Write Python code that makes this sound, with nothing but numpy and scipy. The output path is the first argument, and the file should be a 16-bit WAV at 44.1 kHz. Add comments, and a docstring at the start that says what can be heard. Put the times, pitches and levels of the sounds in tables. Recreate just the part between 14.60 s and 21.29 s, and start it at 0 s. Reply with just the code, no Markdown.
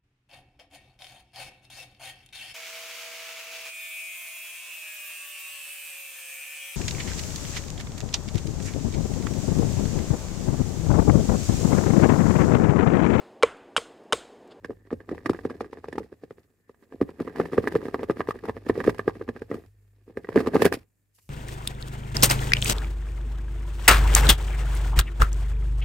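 """In a quiet, soft room a hand shakes a stiff cardboard box to work its tight lid off, close to two ports.
The contents knock: short blows ring the hollow box. Edges tap: paired contacts ring small panels.
Lid and tray rasp: dense random contacts ring the same box under a grainy hiss, until the lid scrapes free.
The freed lid brushes cloth; faint hum, low rumble and airy hiss lie below."""
import sys
import numpy as np
from scipy import signal
from scipy.fft import rfft, irfft, next_fast_len
from scipy.io import wavfile

SR = 44100
rng = np.random.default_rng(int(sys.argv[2]) if len(sys.argv) > 2 else 0)


def int16_out(signal):
    """Quantize to a 16-bit WAV file."""
    q = np.round(np.clip(np.atleast_2d(signal).T, -1, 1) * 32767)
    wavfile.write(sys.argv[1], SR, q.astype(np.int16))


N = 295105

# Contents knocking on the walls. Each row: time in seconds, relative level in dB, centre of the ring in Hz.
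THUMP_EVENTS = [(0.046, -23, 298), (0.095, -16, 250), (0.106, -20, 257), (0.265, -54, 328),
                (0.314, -20, 330), (0.327, -7.5, 287), (0.404, -37, 404), (0.49, -19, 305),
                (0.514, -12, 380), (0.525, -17.5, 328), (0.553, -27, 310), (0.578, -30.5, 400),
                (0.658, -9.5, 290), (0.697, -2.5, 296), (0.745, -22, 333), (0.788, -27, 423),
                (0.852, -10.5, 394), (0.905, -20, 367), (0.954, -29.5, 352), (1.009, -15.5, 396),
                (1.046, -30.5, 398), (1.129, -25.5, 437), (1.172, -29.5, 406), (1.241, -23.5, 432),
                (1.283, -20.5, 410), (1.328, -24, 318), (1.353, -21, 328), (1.379, -12, 360),
                (1.404, -21, 390), (1.444, -31.5, 358), (1.525, -27, 430), (1.635, -25.5, 436),
                (1.708, -26, 414), (1.782, -36.5, 380), (2.095, -31.5, 390), (2.223, -42, 340),
                (2.322, -27.5, 380), (2.344, -22, 310), (2.414, -1, 312), (2.491, -25.5, 366),
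                (2.606, -9.5, 313), (2.649, -32, 410), (2.674, -20, 397), (2.797, -6, 443),
                (2.838, -18.5, 330), (2.856, -28.5, 360), (2.932, -14.5, 470), (2.981, 2, 402),
                (3.039, -16.5, 362), (3.071, -13, 414), (3.122, -23.5, 380), (3.143, -15, 380),
                (3.155, -3.5, 392), (3.227, -22.5, 380), (3.253, -15.5, 350), (3.283, -18, 390),
                (3.343, -10, 368), (3.393, -22, 366), (3.409, -22, 385), (3.431, -16.5, 423),
                (3.497, -4, 384), (3.569, -25.5, 380), (3.596, -16, 350), (3.604, -15.5, 410),
                (3.686, -9, 374), (3.757, -24.5, 400), (3.838, -23, 434), (3.856, -27, 363),
                (3.884, -17.5, 388), (3.893, -13.5, 407), (3.966, -21.5, 390), (4.066, -20.5, 380),
                (4.096, -1.5, 380), (4.153, -24, 380), (4.176, -12, 440), (4.195, -35, 350),
                (4.204, -17, 450), (4.265, -17.5, 390), (4.278, 2, 410), (4.293, -11.5, 330),
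                (4.392, -14, 420), (4.477, -6, 440), (4.555, -27, 382), (4.611, -17, 408),
                (4.688, -10.5, 344), (4.762, -26.5, 380), (4.818, -17, 409), (4.901, -25, 345),
                (4.913, -13, 400), (4.943, -16, 343), (4.984, -28, 320), (5.478, -32.5, 370),
                (5.498, -33.5, 383), (5.572, -15, 450), (5.644, -26, 380), (5.688, -14, 460),
                (5.758, -1, 416), (5.763, -1.5, 448), (5.772, -8.5, 308), (5.786, -11, 375),
                (5.803, -10.5, 417), (5.828, -37.5, 390), (5.862, -17, 398), (5.873, -5.5, 322.5),
                (5.943, -11, 400), (5.952, -1.5, 390), (5.962, -25, 380), (6.003, -22, 390),
                (6.021, -1.5, 410), (6.046, -26, 452), (6.052, 0.5, 430), (6.061, -3, 470),
                (6.12, -10.5, 365), (6.14, -13, 390), (6.169, -24, 278)]
# Edges tapping and slipping. Each row: time in seconds, relative ring level in dB, centre of the ring in Hz,
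# relative level of the papery puff in dB.
TAP_EVENTS = [(0.046, -28.5, 1900, -47), (0.106, -37, 1250, -59.5), (0.264, -58, 1700, -91),
              (0.306, -34.5, 1490, -83), (0.313, -36, 1015, -56), (0.328, -33, 960, -52),
              (0.404, -41.5, 1590, -83), (0.491, -29, 1460, -52.5), (0.513, -35, 970, -57),
              (0.548, -35, 900, -59), (0.58, -37, 1560, -79), (0.659, -19, 1800, -37.5),
              (0.695, -20, 950, -40), (0.733, -27.5, 1120, -53.5), (0.747, -35, 1235, -73.5),
              (0.77, -47, 1890, -71), (0.79, -35, 1560, -78), (0.851, -25, 935, -49.5),
              (0.899, -31, 1010, -56), (0.906, -35, 1250, -69), (1.007, -21, 940, -46),
              (1.045, -41, 1290, -71), (1.131, -30, 980, -54), (1.172, -42.5, 1240, -76),
              (1.243, -29, 1100, -56), (1.284, -36.5, 1300, -53), (1.327, -32, 1690, -49.5),
              (1.356, -37, 1256, -53), (1.382, -18, 935, -44.5), (1.431, -50, 2000, -65),
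              (1.527, -44, 1750, -68), (1.636, -45, 1060, -68), (1.708, -34, 1110, -58),
              (1.783, -51, 1240, -97), (1.831, -72, 1540, -66), (2.094, -45.5, 1240, -75),
              (2.145, -56.5, 1490, -87), (2.226, -56, 1500, -80), (2.324, -41, 1280, -76),
              (2.413, -22, 1140, -45.5), (2.491, -36, 1190, -76), (2.601, -26.5, 1000, -52),
              (2.628, -41, 1170, -69), (2.676, -28.5, 1220, -68), (2.759, -30, 1180, -47.5),
              (2.784, -35, 1180, -61), (2.8, -17, 1050, -49), (2.856, -28.5, 1245, -68),
              (2.919, -39, 1270, -56.5), (2.932, -27.5, 1513, -49.5), (2.944, -43.5, 1364, -50.5),
              (2.979, -16.5, 1127, -44.5), (3.024, -47.5, 1114, -55), (3.041, -30, 1208, -58),
              (3.074, -16.5, 1530, -36), (3.122, -28, 1150, -45.5), (3.153, -14, 1060, -44),
              (3.166, -52, 1260, -55), (3.216, -37, 1030, -71), (3.255, -33, 1260, -52),
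              (3.284, -30, 1220, -61), (3.344, -16, 1120, -45), (3.393, -28.5, 1223, -71),
              (3.411, -43.5, 1554, -60.5), (3.432, -24, 1542, -45), (3.498, -19.5, 1283, -52),
              (3.509, -30.5, 1250, -44.5), (3.57, -33, 1230, -55), (3.595, -35, 1520, -44),
              (3.606, -15.5, 1240, -60), (3.673, -33, 1370, -52), (3.688, -19, 1260, -41),
              (3.708, -17, 1100, -43.5), (3.756, -40, 1110, -74), (3.789, -43.5, 1780, -64),
              (3.837, -36, 1210, -57), (3.854, -27.5, 1000, -48), (3.879, -35, 980, -68),
              (3.886, -28, 1210, -47), (3.895, -20.5, 1290, -56), (3.967, -31.5, 1200, -68),
              (4.065, -35, 1460, -67.5), (4.088, -29, 1248, -42), (4.097, -17, 1370, -47.5),
              (4.155, -29.5, 1270, -68.5), (4.175, -39, 1280, -55.5), (4.203, -22.5, 1520, -46.5),
              (4.241, -24, 1271, -42.5), (4.249, -39, 1177, -54), (4.275, -20.5, 1328, -42.5),
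              (4.294, -19, 1423, -40), (4.346, -36, 1072, -49), (4.382, -38, 1710, -48.5),
              (4.394, -20, 1600, -54), (4.479, -18.5, 1293, -47.5), (4.496, -28.5, 1110, -55),
              (4.553, -41.5, 1570, -66), (4.613, -33.5, 1570, -70), (4.679, -35.5, 1187, -69),
              (4.689, -25.5, 1560, -50), (4.763, -32.5, 1550, -77), (4.792, -53, 2240, -64),
              (4.82, -29, 1650, -59), (4.914, -26.5, 1240, -64), (4.93, -47, 1050, -68),
              (4.942, -33, 1530, -44.5), (5.06, -73, 1900, -65), (5.479, -54.5, 1420, -77),
              (5.498, -51, 1010, -89), (5.572, -27.5, 1520, -49.5), (5.646, -35.5, 1510, -69),
              (5.671, -44.5, 1910, -79), (5.689, -25, 1117, -51.5), (5.726, -40, 1632, -58.5),
              (5.759, -19.5, 1355, -37), (5.776, -17.5, 1613, -41), (5.792, -26, 1245, -42),
              (5.804, -24, 1140, -41), (5.862, -28, 1300, -48.5), (5.871, -19.5, 1396, -36),
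              (5.944, -24, 1093, -39.5), (5.957, -13.5, 1004, -48), (5.966, -20, 1202, -58.5),
              (6.0, -38.5, 1100, -51), (6.02, -13.5, 1135, -22), (6.046, -20, 1542, -30),
              (6.052, -19, 1700, -20.5), (6.063, -16, 1670, -32.5), (6.076, -31.5, 1700, -45.5),
              (6.125, -20, 1700, -28.5), (6.14, -27.5, 1893, -28), (6.151, -52, 1800, -49),
              (6.585, -60.5, 1101, -62.5)]
# Lid rubbing on tray. Each row: time in seconds, relative rub on the box in dB, relative papery hiss in dB.
RUB_CURVE = [(0.0, -55, -74), (0.32, -59.5, -79), (0.73, -46, -66), (1.38, -55, -73.5), (2.1, -71.5, -81),
             (2.61, -44, -65), (2.98, -40, -58), (3.24, -44, -63), (3.91, -50.5, -67), (4.21, -41, -59),
             (4.9, -57, -69.5), (5.09, -76, -76.5), (5.52, -62.5, -75), (5.72, -42, -63.5),
             (5.92, -39.5, -60.5), (6.02, -36, -65.5), (6.24, -92.5, -81), (6.69, -84, -78)]
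# Air and walls of the box. Each row: frequency in Hz, relative level in dB, t60 in seconds, left over right in dB.
HOLLOW_MODES = [(170.6, 8.5, 0.14, 6.5), (247.8, 15, 0.041, -2), (296.6, -3.5, 0.062, 1.5),
                (369.6, 4.5, 0.013, -0.5), (453.3, 3.5, 0.02, -1), (533, -1, 0.032, 5),
                (674, 8.5, 0.03, -2.5), (730, 8, 0.011, 0)]
# Small panels and edges. Each row: frequency in Hz, relative level in dB, t60 in seconds, left over right in dB.
PANEL_MODES = [(835, 9, 0.014, 8.5), (1022, 4.5, 0.014, -1.5), (1198, 8, 0.017, -1.5),
               (1633, 2, 0.021, -10.5), (1758, 0.5, 0.027, -9.5), (1910, -1.5, 0.032, -2),
               (2400, -17, 0.023, -1), (2660, -23, 0.036, -3), (3427, -30.5, 0.021, 6.5),
               (4730, -25, 0.017, -12.5)]


def from_db(db):
    """Decibels to gain."""
    return 10 ** (np.asarray(db) / 20)


def rms_one(x):
    """Scale to rms 1."""
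    return x / np.sqrt(np.mean(x ** 2) + 1e-20)


def in_time(rows):
    """Columns of a curve table, interpolated to one value a sample."""
    s, *columns = np.transpose(rows)
    return [np.interp(np.arange(N) / SR, s, c) for c in columns]


def smooth(x, hz):
    """Double one-pole low-pass."""
    r = np.exp(-2 * np.pi * hz / SR)
    return signal.lfilter([(1 - r) ** 2], [1, -2 * r, r * r], x + 1e-18)


def drift(hz):
    """Low-passed noise of rms 1; the first second, where the filter settles, is dropped."""
    return rms_one(smooth(rng.standard_normal(N + SR), hz)[SR:])


def sides(db):
    """Left and right gains for a left-over-right level step."""
    return from_db(np.array([db, -np.asarray(db)]) / 2)


def around(s, db, early_s, long_s):
    """A smooth bump of the given height for each event, starting a little before it."""
    marks = np.zeros(N)
    starts = np.maximum(np.round((s - early_s) * SR).astype(int), 0)
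    np.add.at(marks, starts, from_db(db))
    return signal.oaconvolve(marks, np.hanning(round(long_s * SR)))[:N]


def coloured(spectrum, alike, grain_db=0.):
    """Stereo noise, rms 1: alike is the share common to both ports, grain makes that share crackle."""
    hz, db = np.transpose(spectrum)
    grid_hz = np.maximum(np.arange(N // 2 + 1) * SR / N, 1)
    mid, side = rng.standard_normal((2, N))
    mid = rms_one(mid * from_db(grain_db * drift(hz=905)))
    share = np.clip(alike, 0, 1)
    pair = np.sqrt(1 + share) * mid + np.sqrt(1 - share) * side * [[1], [-1]]
    shape = from_db(np.interp(np.log(grid_hz), np.log(hz), db))
    return rms_one(irfft(rfft(pair) * shape, N))


def ring(clicks, hz, t60):
    """Damped resonance: a unit click sets a sine of starting height 1 ringing."""
    r, w = from_db(-60 / (t60 * SR)), 2 * np.pi * hz / SR
    return signal.lfilter([0, np.sin(w)], [1, -2 * r * np.cos(w), r * r], clicks + 1e-18)


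def strike(modes, at, gains, centre_hz, focus_db, spread_db, apart_db):
    """Each contact favours modes near its centre, varied by chance and not quite alike at both ports."""
    hz, level_db, t60, side_db = np.transpose(modes)
    chance = rng.standard_normal((len(at), len(modes), 2))
    octaves = np.log2(hz / np.reshape(centre_hz, (-1, 1)))
    share = from_db(level_db - focus_db * octaves ** 2 + spread_db * chance[..., 0])
    share = share / np.linalg.norm(share, axis=1, keepdims=True)
    out = np.zeros((2, N))
    for k in range(len(modes)):
        clicks = np.zeros((2, N))
        port_gains = sides(side_db[k] + apart_db * chance[:, k, 1])
        np.add.at(clicks, (slice(None), at), gains * share[:, k] * port_gains)
        out += ring(clicks, hz[k], t60[k])
    return out


def through_air(x, hz, t60):
    """Enclosed air: a wide resonance, twice, that swells gradually and radiates no steady push."""
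    moving = np.diff(x, prepend=0) * SR / (2 * np.pi * hz)
    return ring(ring(moving, hz, t60), hz, t60) * (2 * np.log(1000) / (t60 * SR)) ** 2


def air():
    """Patchy room hiss with a faint airy tone: noise through a narrow resonance."""
    # Hiss spectrum. Each row: frequency in Hz, relative density in dB per Hz.
    hiss_spectrum = [(71, -35), (120, 8.5), (378, -4.5), (1050, -22), (1750, -20), (3310, -44),
                     (7200, -14.5), (7980, -17), (10600, -19.5), (16000, -17)]
    # Airy tone. Frequency in Hz, width in Hz, base level in dB.
    whine = (1790, 82, -82.5)
    # Change of the tone, lower towards the end. Each row: time in seconds, added level in dB.
    whine_fade = [(0, 3), (5.4, -3.5), (6.2, -15.5), (6.69, -10)]
    hz, width_hz, db = whine
    band = rms_one(ring(rng.standard_normal((2, N)), hz, np.log(1000) / (np.pi * width_hz)))
    hiss = from_db(-75 + 2.0 * drift(hz=8)) * coloured(hiss_spectrum, alike=0.41)
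    band_db = db + in_time(whine_fade)[0] + 2.5 * drift(hz=4)
    return hiss + from_db(band_db) * band


def hum():
    """Two low sine lines with slightly wandering phase, swelling and fading together."""
    # Hum lines. Each row: frequency in Hz, relative level in dB.
    lines = [(102, 1.5), (51.5, -4)]
    # Swell of the hum. Each row: time in seconds, level in dB.
    level = [(0.0, -59.5), (.8, -56), (1.2, -69), (2.3, -78), (2.9, -64), (4.3, -45.5), (4.9, -54.5),
             (5.4, -59), (6.1, -57), (6.3, -74), (6.69, -71)]
    t = np.arange(N) / SR
    tone = sum(from_db(db) * np.sin(2 * np.pi * (hz * t + 0.1 * drift(hz=1))) for hz, db in lines)
    return from_db(in_time(level)[0]) * tone


def sway():
    """Lumpy low rumble as the box swings: noise that follows the rub, the thumps and the jolts."""
    # Bumps of the hand or box. Each row: time in seconds, level in dB.
    jolts = [(.8, -49), (1.399, -64), (4.95, -48), (5.08, -50), (6.68, -55)]
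    thump_s, thump_db, _ = np.transpose(THUMP_EVENTS)
    jolt_s, jolt_db = np.transpose(jolts)
    swing = from_db(-62.0 + 0.72 * (in_time(RUB_CURVE)[0] + 49.5))
    swing = swing + around(thump_s, -44.0 + 0.63 * thump_db, early_s=0.035, long_s=.16)
    swing = swing + around(jolt_s, jolt_db, early_s=0.082, long_s=.2)
    # Each row: frequency in Hz, relative density in dB per Hz.
    spectrum = [(15, 5.5), (35, -16.5), (55, -17.5), (85, -0.5), (140, -23.0), (300, -55.0)]
    return swing * coloured(spectrum, alike=0.99)


def rustle():
    """The freed lid brushing past cloth: thin, bright, patchy noise."""
    # Swell of the brush. Each row: time in seconds, level in dB.
    level = [(6.3, -120), (6.52, -100), (6.55, -63), (6.62, -67), (6.69, -68)]
    # Cloth spectrum. Each row: frequency in Hz, relative density in dB per Hz.
    cloth = [(880, -44), (1500, -24.5), (2910, -7.5), (3350, -17), (4870, -7), (11800, -4), (16000, -10.5)]
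    patchy_db = in_time(level)[0] + 2.0 * drift(hz=30.06)
    return from_db(patchy_db) * coloured(cloth, alike=0.18, grain_db=0.5)


def room(x):
    """Six feedback delays a side, duller on every round as the walls absorb treble."""
    t60_s, wall_cut_hz = 0.22, 4300
    size = next_fast_len(N + SR)
    w = 2 * np.pi * np.arange(size // 2 + 1) / size
    dull = 1 / (1 + 1j * w * SR / (2 * np.pi * wall_cut_hz))
    out = np.zeros((2, len(w)), complex)
    for k, lag_s in enumerate(rng.uniform(0.0073, 0.022, 12)):
        loop = from_db(-60 * lag_s / t60_s) * dull * np.exp(-1j * w * lag_s * SR)
        out[k % 2] += (-1) ** (k // 2) * loop / (1 - loop)
    return irfft(out * rfft(x, size), size)[:, :N]


def scrapes():
    """Long scrapes of lid along tray: smooth swells for the rumble and the hiss."""
    # Each row: start in seconds, length in seconds, relative rumble in dB, relative hiss in dB.
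    strokes = [(2.746, .1, -37, -58), (3.143, 0.14, -48, -75), (4.226, 0.11, -30.5, -60),
               (4.879, 0.12, -39, -67), (4.951, 0.15, -54.5, -78), (5.702, .1, -32, -61),
               (5.909, 0.11, -29, -53), (5.971, 0.14, -39, -43.5), (6.103, 0.16, -59.5, -64.5)]
    out = np.zeros((2, N))
    for s, length_s, *levels_db in strokes:
        bump = np.hanning(round(length_s * SR))
        start = round(s * SR)
        out[:, start:start + len(bump)] += from_db(levels_db)[:, None] * bump
    return out


def rub(per_s):
    """Fibres catch and slip: dense uneven contacts into the box and a grainy hiss, swelling around each blow."""
    # Papery hiss spectrum. Each row: frequency in Hz, relative density in dB per Hz.
    paper_spectrum = [(1470, -16.5), (2500, -13), (3060, -20.5), (3490, -20), (5070, -20), (6150, -27),
                      (9730, -27), (14700, -31), (15500, -27), (16000, -41)]
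    # Hiss above 7 kHz, brighter as the lid works loose. Each row: time in seconds, treble change in dB.
    brightness = [(0.0, -21), (1.6, -16), (2.4, 1.5), (4.8, -2), (5.1, 4.5), (5.9, -2), (6.05, 3.5),
                  (6.69, 1)]
    rub_db, hiss_db = in_time(RUB_CURVE)
    bright_db, = in_time(brightness)
    scrape, scrape_hiss = scrapes()
    thump_s, thump_db, _ = np.transpose(THUMP_EVENTS)
    tap_s, tap_db, _, puff_db = np.transpose(TAP_EVENTS)

    # the lid slides around each thump and moves less between
    strokes = around(thump_s, 0 * thump_db, early_s=.025, long_s=0.064)
    sliding = np.minimum(from_db(-5.5) + strokes, 1.5)
    rubbing = from_db(rub_db) * sliding + scrape
    rumble = from_db(-0.5) * rubbing + around(thump_s, thump_db - 26, early_s=.014, long_s=.044)
    steady_rasp = from_db(-41.5) * (rubbing / from_db(-27.5)) ** 0.93
    rasp = steady_rasp + around(tap_s, tap_db - 22, early_s=.003, long_s=0.022)
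    snaps = around(tap_s, puff_db - 2.5, early_s=0.00033, long_s=0.0058)
    puffs = around(tap_s, puff_db - 11, early_s=0.01, long_s=0.033)
    hiss = from_db(hiss_db) * sliding + scrape_hiss + snaps + puffs

    at = np.flatnonzero(rng.random(N) < per_s * from_db(3.0 * drift(hz=25)) / SR)
    sizes = from_db(4 * np.minimum(rng.exponential(1, len(at)), 3))
    sizes = sizes * rng.choice([-1, 1], len(at))
    hollow = strike(HOLLOW_MODES, at, sizes, centre_hz=393.3, focus_db=4.5, spread_db=8.0, apart_db=-3.0)
    hollow = rms_one(through_air(hollow, hz=398, t60=0.011))
    panels = rms_one(strike(PANEL_MODES, at, sizes, centre_hz=1500, focus_db=8, spread_db=7, apart_db=7))

    paper = coloured(paper_spectrum, alike=.35, grain_db=4)
    top = signal.sosfilt(signal.butter(2, 7000, "high", fs=SR, output="sos"), paper)
    paper = paper + (from_db(bright_db) - 1) * top
    paper = from_db(2.0 * drift(hz=59.6)) * paper * sides(-0.83)[:, None]
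    return rumble * hollow + rasp * panels + hiss * paper


def taps():
    """Edges tap and slip: each tap is a ragged pair of contacts ringing the panels."""
    s, level_db, centre_hz, _ = np.transpose(TAP_EVENTS)
    at = np.round(s * SR).astype(int)
    chance = rng.random((len(s), 3))
    first = np.sign(chance[:, 0] - .5) * from_db(level_db - 1.5)
    second = .7 * first * np.sign(chance[:, 2] - .5)
    late = at + (0.0025 * SR * chance[:, 1]).astype(int)   # up to 2.5 ms later
    rings = strike(PANEL_MODES, np.r_[at, late], np.r_[first, second], np.r_[centre_hz, centre_hz],
                   focus_db=20, spread_db=6.5, apart_db=3)
    return smooth(rings, hz=4300)


def thumps():
    """Contents blow softly into the hollow: walls ring through the enclosed air and the whole box swings."""
    # Swing of the whole box. Frequency in Hz, relative level in dB, t60 in seconds.
    belly = (116, -21, 0.086)
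    s, level_db, centre_hz = np.transpose(THUMP_EVENTS)
    at = np.round(s * SR).astype(int)
    gains = rng.choice([-1, 1], len(s)) * from_db(level_db)
    walls = strike(HOLLOW_MODES, at, 1.3 * gains, centre_hz, focus_db=20.0, spread_db=2, apart_db=1)
    hz, db, t60 = belly
    pushes = np.zeros(N)
    np.add.at(pushes, at, gains)
    whole_box = from_db(db) * ring(smooth(pushes, hz=224), hz, t60)
    return through_air(walls, hz=422.3, t60=0.011) + whole_box


def scene():
    """Box, room and background; the direct box sound reaches the right port one sample later."""
    port_lag_s, room_db = 1 / SR, -26
    box = thumps() + taps() + rub(per_s=350)
    left, right = box
    right = np.interp(np.arange(N) - port_lag_s * SR, np.arange(N), right)
    background = hum() + sway() + rustle() + air()
    return np.array([left, right]) + from_db(room_db) * room(box.mean(axis=0)) + background


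def record(dry):
    """The microphone loses the deepest bass, the highest peaks are rounded, the top is cut steeply."""
    ceiling, cutoff_hz = .85, 16500
    thin = signal.sosfilt(signal.butter(4, 42, "high", fs=SR, output="sos"), dry)
    rounded = thin / (1 + np.abs(thin / ceiling) ** 4) ** (1 / 4)
    return signal.sosfilt(signal.cheby2(14, 70, cutoff_hz, fs=SR, output="sos"), rounded)


dry = scene()
out = record(dry)
int16_out(out)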